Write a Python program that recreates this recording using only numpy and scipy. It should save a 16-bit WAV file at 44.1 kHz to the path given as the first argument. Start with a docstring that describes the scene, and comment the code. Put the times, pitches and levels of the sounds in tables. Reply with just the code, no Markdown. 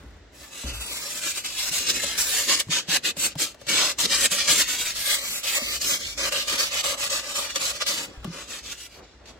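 """A hand pad of abrasive is rubbed to and fro over a thin wooden bowl held in a lathe chuck, in a workshop.
Each stroke is grainy noise rasping through the shell's dense resonances, which shift as the pad moves, with a
fine hiss, a hum of the shell and a drone of the lathe bed. The pad lands with soft taps: noise ticks and damped
thuds. The heavy lathe is bumped as the work starts and stops, a damped low swing, and its frame rumbles under
the push as resonant noise. Hands rustle near the end, over a faint background and a short answer from the walls."""
import sys
import numpy as np
from scipy import signal
from scipy.fft import rfft, irfft, next_fast_len
from scipy.io import wavfile
from scipy.ndimage import uniform_filter1d, map_coordinates

SR = 44100
rng = np.random.default_rng(int(sys.argv[2]) if len(sys.argv) > 2 else 0)


def to_wav(sig):
    """Store sig (one row per channel, or 1-D mono) as 16-bit WAV at the path in sys.argv[1].

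    Samples outside -1..1 are clipped; the rate is SR.
    """
    pcm = np.clip(np.atleast_2d(sig), -1, 1) * 32767
    pcm = np.round(pcm).astype(np.int16)
    wavfile.write(sys.argv[1], SR, pcm.T)  # frames by channels


N = 414099  # length [samples]
# All levels stand before the slight left-right balance in scene().


def amp(db):
    """The decibel law: level to amplitude ratio."""
    return 10 ** (np.asarray(db) / 20)


def unit(x):
    """Normalisation to a root-mean-square of 1."""
    return x / np.sqrt(np.mean(np.abs(x) ** 2) + 1e-20)


def along(points, hz):
    """Linear interpolation of (frequency, value) points on a logarithmic frequency axis."""
    f, v = np.transpose(points)
    return np.interp(np.log(hz + 1), np.log(f + 1), v)


def curves(rows):
    """Linear interpolation in time: one value per sample for each column after the time."""
    times, *columns = np.transpose(rows)
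    return [np.interp(np.arange(N) / SR, times, column) for column in columns]


def wobble(rate):
    """Random modulation: a smooth curve through rate random knots a second."""
    knots = rng.standard_normal(int(N * rate / SR) + 4)
    return map_coordinates(knots, [np.arange(N) * rate / SR])


def filtered(x, response):
    """Linear filtering: the spectrum times a response of frequency."""
    m = next_fast_len(N + SR // 2)
    return irfft(rfft(x, m) * response(np.fft.rfftfreq(m, 1 / SR)), m)[..., :N]


def modes(table):
    """Modal superposition: damped resonances of alternating sign are summed."""
    def response(f):
        total = 0
        for k, (centre, width, db) in enumerate(table):
            resonance = 1j * f * width / (centre * centre - f * f + 1j * f * width)
            total = total + (-1) ** k * amp(db) * resonance
        return total
    return response


# Likeness of the left and right channels: (frequency [Hz], likeness [0-1])
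LIKENESS = [(60, 1), (120, 0.91), (240, 0.81), (480, 0.8), (950, 0.47), (1890, 0.76), (3400, 0),
            (8150, 0.05), (8350, 0.03), (9300, 0.9), (10300, 0)]


def side_angle(hz):
    """Interchannel coherence: the angle from middle to side that yields the likeness."""
    return np.arccos(np.clip(along(LIKENESS, hz), 0, 1)) / 2


def spread(gain):
    """Diffuse field: stereo noise of rms 1, its left-right likeness set at each frequency."""
    def split(hz):
        return gain(hz) * [np.cos(side_angle(hz)), np.sin(side_angle(hz))]
    mid, side = filtered(rng.standard_normal((2, N)), split)
    return unit(np.array([mid + side, mid - side]))


# Relative spectrum of the workshop's background: (frequency [Hz], spectral level [dB])
AIR_SPECTRUM = [(59, -45), (100, -8), (267, -1.5), (644, -5.5), (1150, -13), (1980, -9.5), (2320, -16),
                (3610, -15.5), (7880, -25), (12000, -89)]


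def background():
    """Stationary broadband noise: a faint hush whose level wavers slightly."""
    return amp(-54.5 + 1.5 * wobble(5.8)) * spread(lambda hz: amp(along(AIR_SPECTRUM, hz)))


def workshop(x):
    """Reverberation: convolution with decaying noise, a short diffuse answer from the walls."""
    t = np.arange(SR // 4) / SR
    tail = rng.standard_normal((2, len(t))) * amp(-60 * t / 0.14)  # t60 of 0.14 s
    return signal.fftconvolve(x, tail / np.linalg.norm(tail[0]), axes=1)[:, :N]


# Rumble of the lathe frame: (time [s], level [dB])
FRAME_RUMBLE = [(0.0, -44.5), (0.63, -67), (1.72, -55), (1.93, -47), (2.22, -53), (2.54, -61), (3.68, -58),
                (4.81, -54), (5.54, -63.5), (5.7, -50.5), (6.2, -48), (6.4, -55), (7.29, -59), (8.32, -55)]
# Resonances of the frame: (centre [Hz], width [Hz], relative level [dB])
FRAME_MODES = [(50, 12, 4), (67, 33, 1)]


def lathe():
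    """Forced resonance: noise through the frame's low modes rumbles in lumps."""
    return amp(curves(FRAME_RUMBLE)[0] + 1.1 * wobble(9)) * spread(modes(FRAME_MODES))


# Rustle of hands on the bowl: (time [s], level [dB])
HAND_RUSTLE = [(8.92, -62), (8.99, -44), (9.13, -63), (9.24, -57), (9.28, -52.5), (9.39, -57)]


def handling():
    """Friction noise: hands shift on the loosened bowl with a soft, lumpy rustle."""
    lumps = amp(curves(HAND_RUSTLE)[0] + 3.5 * wobble(45))
    rustle = lumps * spread(lambda hz: modes([(450, 900, 0)])(hz) ** 2)
    return rustle * (np.arange(N) > HAND_RUSTLE[0][0] * SR)


def knocks(table, attack_s, lumpy_db):
    """Impulse response of a damped oscillator: each soft blow is a low swing that dies exponentially."""
    out, t = np.zeros(N + SR), np.arange(SR // 2) / SR
    for s, db, hz, t60 in table:
        decay_db = -60 * t / t60
        overtone = 0.49 * np.sin(2 * np.pi * 1.79 * hz * t) * amp(decay_db)  # dies twice as fast
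        swing = np.sin(2 * np.pi * hz * t) + overtone
        out[round(s * SR):][:len(t)] += amp(db + decay_db) * (1 - np.exp(-t / attack_s)) * swing
    return out[:N] * amp(lumpy_db * wobble(40))


# The lathe is bumped: (time [s], level [dB], pitch [Hz], t60 [s])
LATHE_BUMPS = [(0.05, -36, 61, 0.16), (0.399, -43, 64, 0.22), (0.644, -24, 63.8, 0.51),
               (0.727, -27, 55, 0.44), (8.175, -30, 55, 0.21), (8.207, -33, 55.7, .25)]


def bumps():
    """Impact excitation: the heavy lathe swings slowly, its decay made uneven."""
    return knocks(LATHE_BUMPS, attack_s=0.007, lumpy_db=1.0)


# The pad or a hand lands on the bowl: (time [s], thud level [dB], thud pitch [Hz], tick level [dB])
LANDINGS = [(0.03, -37, 276, -60), (0.634, -28, 237, -35), (0.652, -26.5, 121, -33), (1.705, -34, 159, -55),
            (1.96, -35, 260, -48), (2.03, -24, 570, -36), (2.664, -30, 119, -52), (2.684, -22, 161, -39),
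            (2.88, -25, 175, -36), (3.166, -31, 179, -38), (3.353, -23, 150, -31.5), (3.544, -55, 121, -39),
            (3.614, -42, 121, -37), (3.666, -34, 133, -43), (4.312, -31, 186, -49),
            (5.613, -29.5, 238, -53), (8.244, -22, 203, -28.5), (8.27, -20.5, 167, -48),
            (8.294, -27, 175, -55)]
THUD_T60_S, THUD_LAG_S = 0.076, 0.0055  # the thud of the whole bowl follows the tick


def thuds():
    """Impact excitation: the whole bowl swings briefly after each landing."""
    blows = [(s + THUD_LAG_S, db, hz, THUD_T60_S) for s, db, hz, _ in LANDINGS]
    return knocks(blows, attack_s=0.0024, lumpy_db=0.0)


# The bowl's lowest modes, which ring and hum: (centre [Hz], width [Hz], relative level [dB])
SHELL_MODES = [(268.6, 8.6, -8), (559.9, 53, 1.5), (1200, 101, -1.5)]


def contacts():
    """Modal excitation: each landing is a short dry tick that also rings the shell's lower modes."""
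    ticks, t = np.zeros((2, N + SR)), np.arange(SR // 10) / SR
    for s, *_, tick_db in LANDINGS:
        envelope = amp(tick_db - 60 * t / 0.032) * (1 - np.exp(-t / 0.001))
        ticks[:, round(s * SR):][:, :len(t)] += envelope * rng.standard_normal((2, len(t)))
    ticks = ticks[0, :N] + 1.1 * ticks[:, :N]  # a shared part makes the sides partly alike

    def response(hz):
        ring = amp(22) * modes(SHELL_MODES)(hz) / (1 + 1j * hz / 600) ** 2
        dry_tick = 1 / (1 + 1j * hz / 6000) ** 2
        return ring + dry_tick
    return filtered(ticks, response)


# Spells in which a band of the rasp reaches the two channels in opposite phase (share over 0)
# or in phase (under 0): (start [s], length [s], share [-1 to 1], centre at start [Hz],
# centre at end [Hz], half-width [log ratio])
PHASE_SPELLS = [(0.665, 0.39, 0.93, 3620, 2650, 0.15), (3.7, 1.2, -0.59, 2200, 2420, 0.23),
                (3.7, 1.4, -.8, 9700, 9700, .07), (5.1, 0.31, 0.86, 2500, 3150, .13),
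                (5.2, 0.18, 0.99, 3400, 4150, 0.098), (5.56, 0.16, 0.99, 2670, 2930, 0.23),
                (5.88, 0.17, 0.88, 3000, 2500, 0.16), (6.07, 0.18, 0.97, 3050, 2750, 0.11),
                (6.2, .2, .97, 3380, 3530, 0.056), (6.19, 2.1, 0.37, 1870, 2480, 0.36),
                (8.42, .5, -0.88, 2150, 2400, 0.18)]
SPELL_FADE_S = 0.027


def sideways(hz, t):
    """Band-wise phase control: how far each frequency is driven into opposite phase, and how far into phase."""
    share = np.zeros((2, len(hz), len(t)))
    for s, length, part, from_hz, to_hz, width in PHASE_SPELLS:
        inside = np.clip(1 + np.minimum(t - s, s + length - t) / SPELL_FADE_S, 0, 1)
        centre_hz = np.interp(t, [s, s + length], [from_hz, to_hz])
        band = np.exp(-np.abs(np.log((hz[:, None] + 1) / centre_hz) / width) ** 4)
        signed = np.clip([part, -part], 0, 1)[:, None, None]
        share = np.maximum(share, signed * inside * band)
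    return share


def through_shell(pair, width_hz, hold_s, steady):
    """Multipath transmission: narrow peaks and holes move as the contact point moves."""
    frame, overlap = 1024, 768  # samples
    hz, t, z = signal.stft(pair, SR, nperseg=frame, noverlap=overlap)
    knots = rng.standard_normal((4, 600, 300))
    grid = np.meshgrid(hz / width_hz, t / hold_s, indexing="ij")
    a, b, c, d = [map_coordinates(k, grid, order=1, mode="wrap") for k in knots]
    # a band in opposite phase swings from middle to side, a band in phase the other way
    turn = side_angle(hz)[:, None]
    opposed, together = sideways(hz, t)
    turn = turn * (1 - together) + (np.pi / 2 - turn) * opposed
    # broad bands swell and fade by themselves
    broad_grid = np.meshgrid(hz / 1800, t / .05, indexing="ij")
    patch = map_coordinates(knots[0].T, broad_grid, order=1, mode="wrap")
    z = z * amp(1.9 * patch)
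    mid = np.cos(turn) * unit(steady + unit(a + 1j * b)) * z[0]
    side = np.sin(turn) * unit(c + 1j * d) * (0.58 * z[0] + 0.75 * z[1])
    both = np.array([mid + side, mid - side])
    return signal.istft(both, SR, nperseg=frame, noverlap=overlap)[1][:, :N]


def grit(spiky_db, scratchy_db):
    """Stochastic friction: countless grains tear fibres, noise varying from grain to grain and scratch to scratch."""
    size_db = spiky_db * wobble(1500) + scratchy_db * wobble(220)
    return unit(rng.standard_normal((2, N)) * amp(size_db))


# Strokes of the pad, the shortest being catches: (start [s], length [s], rasp level at start [dB],
# rasp level at end [dB], t60 of the lift-off [s], fine hiss over the rasp [dB]), before swell and arch
PAD_STROKES = [(0.328, 0.11, -61.5, -46.5, 0.45, -0.5), (0.518, 0.1, -47.5, -38.5, 0.31, -4),
               (0.667, 0.052, -31, -37.5, 0.11, -15), (0.739, 0.087, -34, -55, 0.028, -1),
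               (0.807, 0.27, -37, -35, 0.19, -1), (1.08, 0.099, -46.5, -32.5, 0.37, 2),
               (1.218, 0.1, -37.5, -30.5, 0.069, -1.5), (1.335, 0.048, -38.5, -27.5, 0.15, -2.5),
               (1.437, 0.025, -41, -28.5, 0.15, -5), (1.485, 0.21, -39, -26.5, 0.055, -2.5),
               (1.718, 0.11, -27, -30.5, 0.37, -0.5), (1.844, 0.059, -43.5, -19, 0.1, -7),
               (1.942, 0.068, -26.5, -34.5, 0.012, -4), (1.999, 0.047, -35.5, -27.5, 0.011, -2.5),
               (2.041, 0.15, -28.5, -33, 0.028, -7), (2.185, 0.066, -25.5, -29.5, 0.049, -1),
               (2.259, 0.19, -29, -30.5, 0.5, 2.5), (2.487, 0.068, -17, -23, 0.022, -18),
               (2.565, 0.055, -24.5, -48.5, 0.037, -16), (2.586, 0.018, -33.5, -18.5, 0.067, -6),
               (2.71, 0.084, -23.5, -22, 0.12, -14.5), (2.886, 0.084, -28, -17.5, 0.056, -8.5),
               (3.046, 0.062, -21, -25.5, 0.051, -9), (3.171, 0.096, -35, -23, 0.1, 0.5),
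               (3.267, 0.062, -56, -40, 0.048, -25), (3.386, 0.05, -28, -23.5, 0.2, -3),
               (3.565, 0.053, -78, -47, 0.14, -4), (3.686, 0.23, -23, -24, 0.089, -8.5),
               (3.991, 0.037, -24, -23, 0.1, -2.5), (4.03, 0.027, -33, -16.5, 0.044, -13),
               (4.078, 0.023, -25, -42, 0.046, -12), (4.095, 0.058, -26, -20.5, 0.13, -7.5),
               (4.172, 0.088, -27.5, -17.5, 0.076, -3), (4.315, 0.078, -22.5, -35.5, 0.018, 2),
               (4.378, 0.089, -25, -30, 0.062, -10), (4.478, 0.054, -20.5, -16, 0.34, -5),
               (4.556, 0.065, -32.5, -20, 0.071, -2), (4.678, 0.076, -25, -27.5, 0.25, -3.5),
               (4.789, 0.12, -31.5, -29, 0.13, -2), (4.953, 0.19, -33.5, -25, 0.34, -0.5),
               (5.214, 0.17, -41.5, -33, 0.16, 2.5), (5.44, 0.14, -30, -24.5, 0.082, -4),
               (5.603, 0.16, -33.5, -29.5, 0.12, -3), (5.811, 0.15, -27.5, -26, 0.13, -3.5),
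               (5.993, 0.14, -33, -36, 0.18, -7.5), (6.18, 0.11, -28, -23.5, 0.058, -13),
               (6.319, 0.11, -24.5, -29, 0.158, -9), (6.474, 0.086, -25.5, -26.5, 0.066, -8),
               (6.585, 0.098, -21.5, -30, 0.13, -7), (6.712, 0.099, -34.5, -24, 0.054, -8.5),
               (6.837, 0.11, -25.5, -30.5, 0.064, -6), (6.978, 0.1, -29, -30, 0.053, -6.5),
               (7.099, 0.1, -25, -30, 0.11, -8), (7.222, 0.097, -40, -29, 0.11, -7.5),
               (7.349, 0.11, -28.5, -29.5, 0.19, -7.5), (7.503, 0.071, -29, -70, 0.019, -9),
               (7.55, 0.036, -28.5, -32.5, 0.012, -9), (7.596, 0.12, -25, -26.5, 0.076, -8.5),
               (7.724, 0.04, -48, -30, 0.16, -8.5), (7.798, 0.026, -38.5, -21, 0.06, -21),
               (7.87, 0.12, -22, -29.5, 0.11, -8), (7.999, 0.052, -38.5, -35.5, 0.13, -4),
               (8.076, 0.16, -52, -61, 0.036, -39), (8.249, 0.0046, -36, -44.5, 0.49, -36),
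               (8.324, 0.1, -45, -38.5, 0.16, -10.5), (8.486, 0.11, -36, -37, 0.092, -8.5),
               (8.632, 0.099, -43.5, -33, 0.11, -7.5), (8.773, 0.094, -46.5, -43, 0.074, -2.5),
               (8.899, 0.098, -52.5, -52, 0.062, -8), (9.027, 0.052, -49, -57, 1, -31),
               (9.262, 0.048, -52, -51, 0.22, -16)]
# The grit snags sharply: (time [s], rasp level [dB])
GRIT_SNAGS = [(1.446, -37), (2.178, -24), (2.703, -34), (3.167, -38.5), (3.667, -35), (3.985, -25),
              (4.402, -23.5), (5.432, -37), (5.814, -32.5), (6.176, -25.5), (6.322, -22), (6.48, -29),
              (6.840, -29), (7.558, -21.5), (7.81, -32), (7.864, -27), (9.256, -47), (9.271, -49)]
LAND_S, SNAG_T60_S = 0.057, 0.06  # 60 dB of rise before a stroke; 60 dB of decay after a snag
REST_DB = -74  # a hand resting on the wood
SWELL_DB, SWELL_S, ARCH_DB = 5.5, 0.0081, 1.92  # a stroke starts this much low and swells; its middle stands out


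def pressure():
    """Amplitude envelope: strokes land, swell, drift in level and die on lift-off; returns push and hiss share."""
    push, hiss = np.full(N, amp(REST_DB)), np.full(N, amp(REST_DB - 36))
    t = np.arange(N) / SR
    for s, length, from_db, to_db, t60, fine_db in PAD_STROKES:
        near = slice(max(round((s - .2) * SR), 0), round((s + length + .6) * SR))
        u = t[near] - s
        progress = np.clip(u / length, 0, 1)
        held_db = from_db + (to_db - from_db) * progress + ARCH_DB * np.sin(np.pi * progress)
        landing_db = 60 * np.minimum(u, 0) / LAND_S
        swell_db = -SWELL_DB * np.exp(-np.maximum(u, 0) / SWELL_S)
        lift_db = -60 * np.maximum(u - length, 0) / t60
        stroke_db = held_db + landing_db + swell_db + lift_db
        push[near] += amp(stroke_db)
        hiss[near] += amp(stroke_db + fine_db)
    share = hiss / push
    u = t[:SR // 5]
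    for s, db in GRIT_SNAGS:
        snag = amp(db - 60 * u / SNAG_T60_S) * (1 - np.exp(-u / 0.00078))
        push[round(s * SR):][:len(u)] += snag[:N - round(s * SR)]
    return uniform_filter1d(push, size=60) * amp(0.34 * wobble(60)), share


# Where the pad works on the bowl sets the colour, each level relative to the rasp:
# (time [s], dull scrape level [dB], shell hum level [dB], bed drone level [dB])
COLOUR = [(0.0, 21, -12, 6), (0.6, -9, -20, -15.5), (1.65, -17.5, -22.5, -29.5), (2.0, -10.5, -29, -13.5),
          (2.3, -13.5, -20, -27.5), (3.3, -16.5, -23.5, -15.5), (3.85, -12, -16.5, -21),
          (4.6, -16.5, -22, -24), (4.85, -19.5, -24, -39), (5.16, -11, -12, -45), (5.39, -19, -19, -34),
          (5.7, -22, -15.5, -20.5), (6.6, -11, -12, -24.5), (7.3, -12, -10.5, -29),
          (7.9, -16, -13.5, -28.5), (8.17, 6, -17, 3), (8.29, 0.5, -4, -9), (8.65, -15.5, -23.5, -25),
          (9.39, -30, -13, -19)]
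# Gain of the hiss above about 11.5 kHz: (time [s], gain [dB])
TOP_HISS = [(0.0, 2), (4.4, -2.5), (5.3, 3), (6.4, 0.5)]
# Relative spectra of rasp, fine hiss and bed drone: (frequency [Hz], spectral level [dB])
RASP_SPECTRUM = [(820, -56), (1400, -9), (2700, 1.5), (4500, 0.5), (5750, -2), (7840, -7.5), (8200, -24.5),
                 (10700, -22.5), (18000, -120)]
HISS_SPECTRUM = [(4850, -18.5), (8250, -3.5), (8550, -14), (10200, -10.5), (14200, -14), (15900, -19.5)]
BED_SPECTRUM = [(59, -46), (100, -14.5), (151, -8), (237, -8), (274, -2.5), (450, -8.5), (580, -5),
                (990, -120)]


def sanding():
    """Source and filter: each stroke drives the rasp, fine hiss, shell hum and drone of the lathe bed."""
    dull_db, hum_db, drone_db = curves(COLOUR)
    push, hiss_share = pressure()
    grains = grit(spiky_db=1.13, scratchy_db=1.37)
    rasp = unit(filtered(grains, lambda hz: amp(along(RASP_SPECTRUM, hz))))
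    dull = unit(filtered(grit(spiky_db=2.5, scratchy_db=2.2), modes([(1190, 720, 0)])))
    fine = unit(filtered(grains, lambda hz: amp(along(HISS_SPECTRUM, hz))))
    top = filtered(fine, lambda hz: 1 / (1 + (11500 / (hz + 1)) ** 10))
    fine = fine + (amp(curves(TOP_HISS)[0]) - 1) * top

    # a strong stroke is brighter; a light one loses the dull scrape
    swing = push / uniform_filter1d(push, SR // 3)
    fine = fine * swing ** 0.25
    dull = amp(dull_db) * dull * np.minimum(swing, 1) ** 0.37
    sharp = push * through_shell(rasp + dull + hiss_share * fine, width_hz=55, hold_s=.16, steady=0.3)

    hum_level = uniform_filter1d(push, 500) * amp(hum_db + 4.4 * wobble(25))
    hum = hum_level * spread(lambda hz: modes(SHELL_MODES)(hz) ** 1.41)  # the power sharpens the modes
    # the bed follows the stroke only loosely
    soft = np.minimum(uniform_filter1d(swing, 1200), 1.6) ** 0.8 * uniform_filter1d(push, SR // 5)
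    drone = amp(drone_db + 3.3 * wobble(30)) * spread(lambda hz: amp(along(BED_SPECTRUM, hz)))
    return sharp + hum + soft * drone


def scene():
    """Superposition: near sounds, their answer from the walls, and the layers that get no echo."""
    near = sanding() + contacts() + thuds() + bumps()
    echo = amp(-18.5) * workshop(near.mean(axis=0, keepdims=True))
    total = near + echo + lathe() + handling() + background()
    return total * amp([[.15], [-.15]])  # balance [dB]: the left slightly louder


def record(dry):
    """Band limitation: nothing is kept from 15950 Hz upward."""
    return filtered(dry, lambda hz: hz < 15950)


dry = scene()
out = record(dry)
to_wav(out)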